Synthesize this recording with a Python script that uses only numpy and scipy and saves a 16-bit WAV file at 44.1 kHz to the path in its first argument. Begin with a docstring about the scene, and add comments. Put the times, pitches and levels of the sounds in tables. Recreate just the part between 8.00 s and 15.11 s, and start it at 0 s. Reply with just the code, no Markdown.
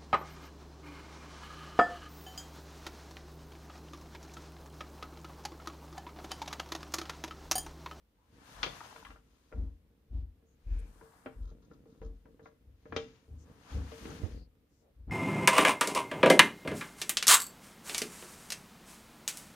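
"""Under everything lies the still air of a small kitchen; brief rasps of skin, wool and wet pepper come and go.
A hand pushes chopped peppers off a thin plastic board onto a plate, on a wooden table: noise made of
slips and smooth rubbing. The board bends in slow damped sines and clacks on the plate, whose modes ring;
wet pieces pop, drop and are patted down. A knitted sleeve brushes past close to the microphone, and late
on its cuff bumps it. The work lies left of centre; the room's echoes are noise dying band by band."""
import sys
import numpy as np
from scipy import signal
from scipy.fft import rfft, irfft, next_fast_len
from scipy.io import wavfile

SR = 44100
rng = np.random.default_rng(int(sys.argv[2]) if len(sys.argv) > 2 else 0)


def wav_out(sig):
    """Save sig, one row per channel (or a flat mono array), as 16-bit PCM at SR to the path in sys.argv[1]."""
    wavfile.write(sys.argv[1], SR, np.round(np.clip(np.atleast_2d(sig).T, -1, 1) * 32767).astype(np.int16))


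N = 313551
TIME = np.arange(N) / SR


def amp(db):
    """Amplitude factor of a level in dB."""
    return 10 ** (np.asarray(db) / 20)


def unit(x):
    """Scaled to rms 1."""
    return x / np.sqrt(np.mean(x ** 2) + 1e-20)


def read(points, hz):
    """A table's value on a log-frequency axis."""
    f, value = np.transpose(points)
    return np.interp(np.log(hz + 1), np.log(f + 1), value)


def add(mix, s, sound):
    """Mixes a sound in at s seconds, cut off at the end of the mix."""
    part = mix[:, max(round(s * SR), 0):][:, :sound.shape[-1]]
    part += sound[..., :part.shape[1]]


def colour(x, spectrum, size=4096):
    """Causal minimum-phase filter with the given spectrum."""
    hz = abs(np.fft.fftfreq(size, 1 / SR))
    log_gain = np.log(amp(read(spectrum, hz)))
    response = np.exp(np.conj(signal.hilbert(log_gain)))
    taps = np.fft.ifft(response).real[:size // 2]
    return signal.oaconvolve(x, taps[None], axes=1)[:, :x.shape[1]]


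# likeness of the two microphone channels: (frequency [Hz], left-right correlation [1])
CHANNEL_LIKENESS = [(40, 1), (120, 0.94), (400, 0.77), (1000, 0.18), (2500, 0.034), (8000, 0.064)]


def paired(x):
    """Two unrelated channels become a microphone pair: alike in the bass, apart in the treble."""
    size = next_fast_len(x.shape[1])
    left, other = rfft(x, size)
    same = np.clip(read(CHANNEL_LIKENESS, np.fft.rfftfreq(size, 1 / SR)), -1, 1)
    right = same * left + np.sqrt(1 - same ** 2) * other
    return irfft(np.array([left, right]), size)[:, :x.shape[1]]


# the work lies to the left, which shows most in the treble: (frequency [Hz], left minus right [dB])
LEFT_LEAD = [(60, 2.5), (250, -0.7), (500, 2), (1000, 4.5), (2500, 4.5), (5000, 10.5), (12000, 2)]


def leftward(x):
    """Places a sound left of centre by a level difference that varies with frequency."""
    size = next_fast_len(N)
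    half_db = read(LEFT_LEAD, np.fft.rfftfreq(size, 1 / SR)) / 2
    return irfft(rfft(x, size) * amp([half_db, -half_db]), size)[:, :N]


# spectrum of the still kitchen: (frequency [Hz], level [dB])
AIR_SPECTRUM = [(15, -28.5), (25, -10), (66, 1), (118, -17.5), (301, -14.5), (394, -23), (450, -17.5),
                (655, -26), (3440, -34), (7480, -42), (15000, -38)]


def still_air(level_db=-70.5):
    """The quiet of the kitchen is steady coloured noise."""
    noise = paired(rng.standard_normal((2, N)))
    return amp(level_db) * unit(colour(noise, AIR_SPECTRUM))


# short rasps of skin, wool and wet pepper; the width is that of one filter pass:
# (time [s], length [s], resonance [Hz], width [Hz], level [dB])
RASPS = [(0.161, 0.13, 930, 300, -78), (0.383, 0.19, 1630, 500, -70.5), (2.103, 0.15, 2960, 3000, -80),
         (2.441, 0.13, 6570, 1000, -84.5), (2.613, 0.32, 2390, 450, -73), (2.639, .26, 1670, 400, -75),
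         (2.781, 0.032, 9000, 3000, -68.5), (3.049, 0.37, 1610, 880, -75.5),
         (5.37, 0.092, 6470, 2000, -73.5), (6.001, 0.14, 2850, 2500, -66), (6.031, 0.1, 300, 119, -50),
         (6.102, 0.013, 6070, 500, -57), (6.294, 0.19, 4560, 790, -73.5), (6.668, 0.21, 6080, 3500, -83.5),
         (6.791, 0.15, 516, 250, -70.5)]


def rasps():
    """Brief rubs, each hissing in one resonance: noise passed twice through a peak filter."""
    out = np.zeros((2, N))
    for s, length, hz, width, db in RASPS:
        noise = paired(rng.standard_normal((2, int(length * SR))))
        b, a = signal.iirpeak(hz, hz / width, fs=SR)
        band = signal.lfilter(b, a, signal.lfilter(b, a, noise))
        add(out, s, amp(db) * unit(band) * signal.windows.tukey(noise.shape[1], .7))
    return out


def swell(s, length, rise_db_per_s, arch_db, release_s):
    """Gain of one movement: a rise up to s, an arch over its length, then a fade to nothing."""
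    along = np.clip((TIME - s) / length, 0, 1)
    fade = np.clip(1 - (TIME - s - length) / release_s, 0, 1)
    rise_db = -rise_db_per_s * np.maximum(s - TIME, 0)
    return fade * amp(rise_db - arch_db * (2 * along - 1) ** 2)


def friction(spectrum, slips_per_s, slip_share, uneven_db, catch_hz):
    """Separate slips over a smooth rub; the contact catches and lets go."""
    sizes = amp(3 * np.minimum(rng.exponential(1, N), 3)) * rng.choice([-1, 1], (2, N))
    slips = (rng.random(N) < slips_per_s / SR) * sizes
    share = np.clip(slip_share, 0, 1)
    smooth = rng.standard_normal((2, N))
    drive = np.sqrt(share) * unit(slips) + np.sqrt(1 - share) * smooth
    grip = np.interp(TIME * catch_hz, np.arange(2000), rng.standard_normal(2000))
    rub = colour(paired(drive), spectrum)
    return unit(rub * amp(uneven_db * grip))


# handfuls of pieces tumbling over: (time [s], length [s], level [dB])
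TUMBLES = [(0.344, 0.65, -62.5), (2.725, 0.19, -61), (3.282, 0.67, -61), (4.29, 0.14, -61),
           (4.958, 0.049, -51), (5.474, 0.055, -54.5), (5.748, 0.042, -47), (6.023, 0.3, -47)]
# the fingers keep stirring the heap a little: (time [s], length [s], level [dB])
STIRRING = (0.7, 6.4, -71)


def tumble_gain(rise_db_per_s=152, arch_db=2.5, release_s=0.17):
    """Handfuls tumble over a faint steady stirring; their powers add."""
    power = 0
    for s, length, db in TUMBLES + [STIRRING]:
        power = power + (amp(db) * swell(s, length, rise_db_per_s, arch_db, release_s)) ** 2
    return np.sqrt(power)


# wet pieces sliding on the plastic: (frequency [Hz], level [dB])
SLIDE_SPECTRUM = [(300, -19.5), (650, -5), (1000, -2.5), (1700, -8), (2300, -25.5), (5000, -24.5),
                  (16000, -70)]
# pieces tumbling under the fingers: (frequency [Hz], level [dB])
SHUFFLE_SPECTRUM = [(25, -6), (55, 2), (110, 2.5), (180, 0.5), (280, 1.5), (380, -11), (455, -2),
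                    (560, -12.5), (800, -25.5), (2000, -35.5), (16000, -77.5)]


def heap(slide, shuffle, slide_db=-2):
    """Wet pieces stick and slip on the plastic and tumble softly under the fingers."""
    sliding = friction(SLIDE_SPECTRUM, slips_per_s=500, slip_share=0.14, uneven_db=2.5, catch_hz=35.06)
    tumbling = friction(SHUFFLE_SPECTRUM, slips_per_s=160, slip_share=0.7, uneven_db=0.5, catch_hz=24)
    return amp(slide_db) * slide * sliding + shuffle * tumbling


# strokes of hand and sleeve across the board, the sliding before heap() trims it:
# (time [s], length [s], swish level [dB], fibre hiss level [dB], relative wet sliding level [dB])
STROKES = [(0.484, 0.48, -58, -65, -54.5), (1.22, 0.4, -79.5, -84.5, -85),
           (2.703, 0.13, -71.5, -80.5, -71.5), (2.89, 0.39, -79, -73, -64), (3.496, 1, -85.5, -90, -91),
           (4.977, 0.076, -64, -88.5, -69.5), (5.2, 0.23, -82.5, -85.5, -83),
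           (5.485, .08, -75.5, -80.5, -67), (5.693, 0.1, -58.5, -69, -55), (5.929, 0.26, -56, -65, -57)]


def stroke_gains(rise_db_per_s=97, arch_db=3.5, release_s=0.26):
    """A stroke gathers speed, is fastest halfway and runs out; swish, hiss and sliding all follow it."""
    power = 0
    for s, length, *levels_db in STROKES:
        movement = swell(s, length, rise_db_per_s, arch_db, release_s)
        power = power + np.outer(amp(levels_db), movement) ** 2
    return np.sqrt(power)


# broad swish of wool and skin: (frequency [Hz], level [dB])
SWISH_SPECTRUM = [(300, -2), (900, -5), (1700, 3), (3000, 1.5), (5000, -4.5), (6800, -3.5), (7800, -19),
                  (11000, -20.5), (16000, -41.5)]
# hiss of single wool fibres: (frequency [Hz], level [dB])
FIBRE_SPECTRUM = [(3000, -22.5), (6500, -8.5), (8500, -4), (11000, -6), (15500, -12)]


def sleeve(swish, fibres, uneven_db=1.2):
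    """Wool and skin brush along close by: a broad swish topped by the hiss of single fibres."""
    brush = friction(SWISH_SPECTRUM, slips_per_s=700, slip_share=0.19, uneven_db=uneven_db, catch_hz=45.6)
    hiss = friction(FIBRE_SPECTRUM, slips_per_s=3100, slip_share=0.22, uneven_db=uneven_db, catch_hz=44.6)
    return swish * brush + fibres * hiss


# the board flexing against the table; flutter is relative to the thud:
# (time [s], level [dB], pitch [Hz], flutter level [dB])
THUDS = [(0.552, -54, 44.4, -26), (1.054, -58, 50.8, -8), (1.546, -36.5, 55.75, -13),
         (2.11, -37.5, 56.8, -18), (2.667, -33, 43.24, -26), (3.368, -41, 47.2, -33),
         (4.011, -44, 46.5, -13.5), (4.64, -58.5, 67.2, -14), (4.891, -53.5, 86.7, -6),
         (5.282, -49.5, 74.9, -10), (5.718, -37, 70.8, -9.5), (6.29, -46, 55.9, -30),
         (6.964, -53, 59.7, -23.5), (7.071, -36.5, 62.82, -8.5)]
# bending modes of the board: (multiple of its pitch [1], level [dB])
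BENDING_MODES = [(1, 5.5), (.72, -1.5), (1.4, -2.5), (1.85, -11)]


def thuds(flutter_low_hz=190, flutter_high_hz=280, swell_s=0.048, damping=1.442):
    """The board bends and swings back in slow cycles damped by the hand; its loose edge flutters on the table."""
    out, t = np.zeros((2, N)), np.arange(SR // 2) / SR
    flutter_spectrum = [(60, -20), (flutter_low_hz, -1), (flutter_high_hz, 0), (400, -15),
                        (750, -21), (1600, -36), (5000, -55), (16000, -75)]
    envelope = (t / swell_s) ** .7 * np.exp((1 - (t / swell_s) ** damping) / 2)
    for s, db, hz, flutter_db in THUDS:
        swing = sum(amp(mode_db) * np.sin(2 * np.pi * hz * k * t) for k, mode_db in BENDING_MODES)
        flutter = unit(colour(paired(rng.standard_normal((2, len(t)))), flutter_spectrum))
        add(out, s, amp(db) * envelope * (swing + amp(flutter_db) * flutter))
    return out


# how long each band of the small room echoes: (frequency [Hz], time to fall 60 dB [s])
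ROOM_DECAY = [(100, 0.98), (400, 0.11), (1200, 0.28), (3000, 0.3), (7000, 0.32), (15000, 0.44)]


def kitchen(x, first_echo_s=0.0051):
    """The small room's echoes: noise after a short gap, each band dying at its own speed."""
    count = SR // 2
    taps = paired(rng.standard_normal((2, count))) * (np.arange(count) > first_echo_s * SR)
    hz, t, bands = signal.stft(taps, SR, nperseg=256)
    decay = amp(-60 * t / read(ROOM_DECAY, hz)[:, None])
    tail = signal.istft(bands * decay, SR, nperseg=256)[1]
    return signal.fftconvolve(x.mean(0)[None], tail / np.linalg.norm(tail[0]), axes=1)[:, :N]


# what plate, board and table ring with, before each spot varies the levels:
# (frequency [Hz], relative level [dB], time to fall 60 dB [s])
PLATE_MODES = [(262, -5, .18), (312, -3, .14), (451, 1, .28), (500, -5, .18), (603, -9, .2), (790, -9, .22),
               (954, -9, .18), (1050, -3, .045), (1385, -1, .07), (1666, -10, .2), (2008, -4, .07),
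               (2386, -1, .11), (2642, -6, .1), (2766, -6, .1), (3166, -3, .16), (3337, -9, .15),
               (3490, -8, .16), (3997, -8, .14), (4790, -11, .15), (6480, -8, .13), (6700, -10, .13)]


def ring(t, spot_db=4.0):
    """Decaying sines of the plate's modes; each spot that is struck favours others."""
    hz, db, t60 = np.transpose(PLATE_MODES)[:, :, None]
    db = db + spot_db * rng.standard_normal(db.shape)
    phase = 2 * np.pi * rng.random((2, len(hz), 1))
    return (amp(db - 60 * t / t60) * np.sin(2 * np.pi * hz * t + phase)).sum(1)


# the board's edge clacking on the plate: (time [s], relative level [dB], weight near 400 Hz [dB])
CLACKS = [(0.63, -18, -22.5), (0.662, -28, -4.5), (0.668, -30, -9.5), (0.96, -41, -19.5),
          (1.049, -38.5, -29), (1.104, -42.5, -18), (4.963, -19, -9.5), (4.971, -30.5, -2.5),
          (5.917, -32.5, 0), (6.054, -34.5, -3.5), (6.111, -41, -13)]
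# soft pieces dropping on the plate: (time [s], relative level [dB], weight near 400 Hz [dB])
DROPS = [(1.159, -49, -11), (1.517, -44, -1), (1.524, -37, -4.5), (2.423, -57, 1), (3.012, -41, 1),
         (3.259, -29.5, -8), (3.267, -34.5, -3.5), (3.513, -46, 4.5), (3.712, -42, -0.5), (3.856, -44, 10),
         (4.016, -33, 4), (4.255, -46, -4.5), (4.394, -43.5, -7), (4.457, -40.5, -15), (4.855, -39, -2),
         (4.923, -28, -8.5), (5.279, -51.5, 6), (7.097, -41, -6)]
# common colour of a blow: (frequency [Hz], level [dB])
BLOW_SPECTRUM = [(40, -15), (130, 3.5), (300, 0), (550, 1.5), (850, -2), (1350, -0.5), (1900, -5.5),
                 (2900, -1), (4200, -2), (6600, -8.5), (7300, -18.5), (11000, -35), (16000, -45)]
# harder blows are brighter: treble near 4 kHz at the full-blow level, and its rise per dB of level
FULL_BLOW_DB, EDGE_TREBLE_DB, PIECE_TREBLE_DB, BRIGHTEN_PER_DB = -18, -12, -26.5, 0.5


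def knocks(contact_s=.0011, chatter_t60=.078, chatter_db=3, ring_db=-3, middle_db=-8, level_db=-27):
    """Each blow is a short crack, a brief chatter of plastic on china, and the ring of the plate."""
    out, t = np.zeros((2, N)), np.arange(SR // 2) / SR
    contact = t / contact_s * np.exp(1 - t / contact_s)
    blows = [(*row, EDGE_TREBLE_DB) for row in CLACKS] + [(*row, PIECE_TREBLE_DB) for row in DROPS]
    for s, db, weight_db, treble_db in blows:
        hard_db = treble_db + BRIGHTEN_PER_DB * (db - FULL_BLOW_DB)
        crack = rng.standard_normal(len(t)) * contact
        chatter = rng.standard_normal((2, len(t))) * amp(-60 * t / chatter_t60)
        after = amp(chatter_db) * unit(chatter) + amp(ring_db) * unit(ring(t))
        # the crack reaches both sides alike; what follows has bounced around the table
        blow = unit(crack) + paired(after) * (1 - np.exp(-t / contact_s))
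        # soft pieces stay longer in contact and lose their treble
        softness = [(450, weight_db), (1000, middle_db), (1900, middle_db), (3600, hard_db),
                    (9000, 1.65 * hard_db)]
        coloured = colour(colour(blow, BLOW_SPECTRUM), softness)
        add(out, s, amp(db + level_db) * unit(coloured))
    return out


# wet pieces plopping onto the plate: (time [s], relative level [dB], pitch [Hz])
POPS = [(0.806, -32.5, 1230), (0.813, -31, 920), (0.926, -41, 816), (0.962, -37.5, 950),
        (1.027, -39.5, 940), (1.067, -37.5, 1140), (3.012, -41.5, 956)]


def pops(t60=0.02, rise_s=0.00065, overtone=1.51, overtone_db=-6, level_db=-3):
    """A wet piece plops onto the plate with a hollow pip of a few cycles."""
    out, t = np.zeros((2, N)), np.arange(SR // 20) / SR
    envelope = (1 - np.exp(-t / rise_s)) * amp(-60 * t / t60)
    for s, db, hz in POPS:
        pip = np.sin(2 * np.pi * hz * t) + amp(overtone_db) * np.sin(2 * np.pi * hz * overtone * t)
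        add(out, s, amp(db + level_db) * envelope * pip)
    return out


# fingers pressing the wet heap on the plate: (time [s], length [s], level [dB])
PATS = [(1.195, 0.56, -82.5), (3.405, 0.12, -73.5), (3.613, 0.051, -77.5), (3.701, 0.053, -75.5),
        (3.84, 0.19, -82), (4.005, 0.083, -72.5), (4.416, 0.079, -73.5)]
# colour of a wet touch: (frequency [Hz], level [dB])
SQUISH_SPECTRUM = [(400, -25), (1200, 9.5), (2500, -20), (3200, -3), (6600, -1.5), (7600, -30),
                   (16000, -27)]


def pats(clicks_per_s=700, click_decay_s=0.0046, ring_db=-7):
    """Wet pieces part and touch with tiny clicks that set the plate ringing faintly."""
    out, t = np.zeros((2, N)), np.arange(SR // 5) / SR
    click = unit(rng.standard_normal((2, len(t))) * np.exp(-t / click_decay_s))
    touch = colour(click + amp(ring_db) * unit(ring(t)), SQUISH_SPECTRUM)
    for s, length, db in PATS:
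        count = int(length * SR)
        clicks = (rng.random(count) < clicks_per_s / SR) * rng.standard_normal(count)
        clicks = clicks * signal.windows.tukey(count, .6)
        sound = signal.fftconvolve(clicks[None], touch, axes=1)
        # the level counts over the press itself, without the ring after it
        press_rms = np.sqrt(np.mean(sound[:, :count] ** 2) + 1e-20)
        add(out, s, amp(db) * sound / press_rms)
    return out


def cuff_bump(s=6.232, db=-23, hz=85, rise_s=0.0087, scuff_db=-17, scuff_t60=0.18, left_db=-20):
    """The cuff bumps the right side of the microphone: a low push and a dull scuff."""
    out, t = np.zeros((2, N)), np.arange(SR // 8) / SR
    push = np.sin(2 * np.pi * hz * t) * t / rise_s * np.exp(1 - t / rise_s)
    scuff_spectrum = [(100, -25), (280, 7.0), (800, -4), (3000, -36), (16000, -60)]
    scuff = unit(colour(rng.standard_normal((1, len(t))), scuff_spectrum))
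    bump = push + amp(scuff_db - 60 * t / scuff_t60) * scuff
    add(out, s, amp(db) * bump * amp([[left_db], [0]]))
    return out


def scene(knock_room_db=-5, thud_room_db=-24):
    """All sources in the kitchen; only the blows, pops, pats and thuds feed the echoes."""
    air = still_air()
    swish, fibres, slide = stroke_gains()
    rubbing = rasps() + heap(slide, tumble_gain()) + sleeve(swish, fibres)
    bends = thuds()
    hits = knocks() + pops() + pats()
    room = kitchen(amp(knock_room_db) * hits + amp(thud_room_db) * bends)
    return leftward(hits + bends + room + rubbing) + cuff_bump() + air


def record(dry, low_cut_hz=32, fade_s=.004, edge_hz=15600):
    """The microphone loses the deepest bass; then a short closing fade and the band limit."""
    size = next_fast_len(N + SR, True)
    hz = np.fft.rfftfreq(size, 1 / SR)
    bass_loss = 1 - 1 / (1 + (hz / low_cut_hz) ** 8)
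    thinned = irfft(rfft(dry, size) * bass_loss, size)[:, :N]
    faded = thinned * np.minimum(TIME[::-1] / fade_s, 1)
    band_limit = signal.firwin(511, edge_hz, window=("kaiser", 9), fs=SR)
    return signal.oaconvolve(faded, band_limit[None], "same")


dry = scene()
out = record(dry)
wav_out(out)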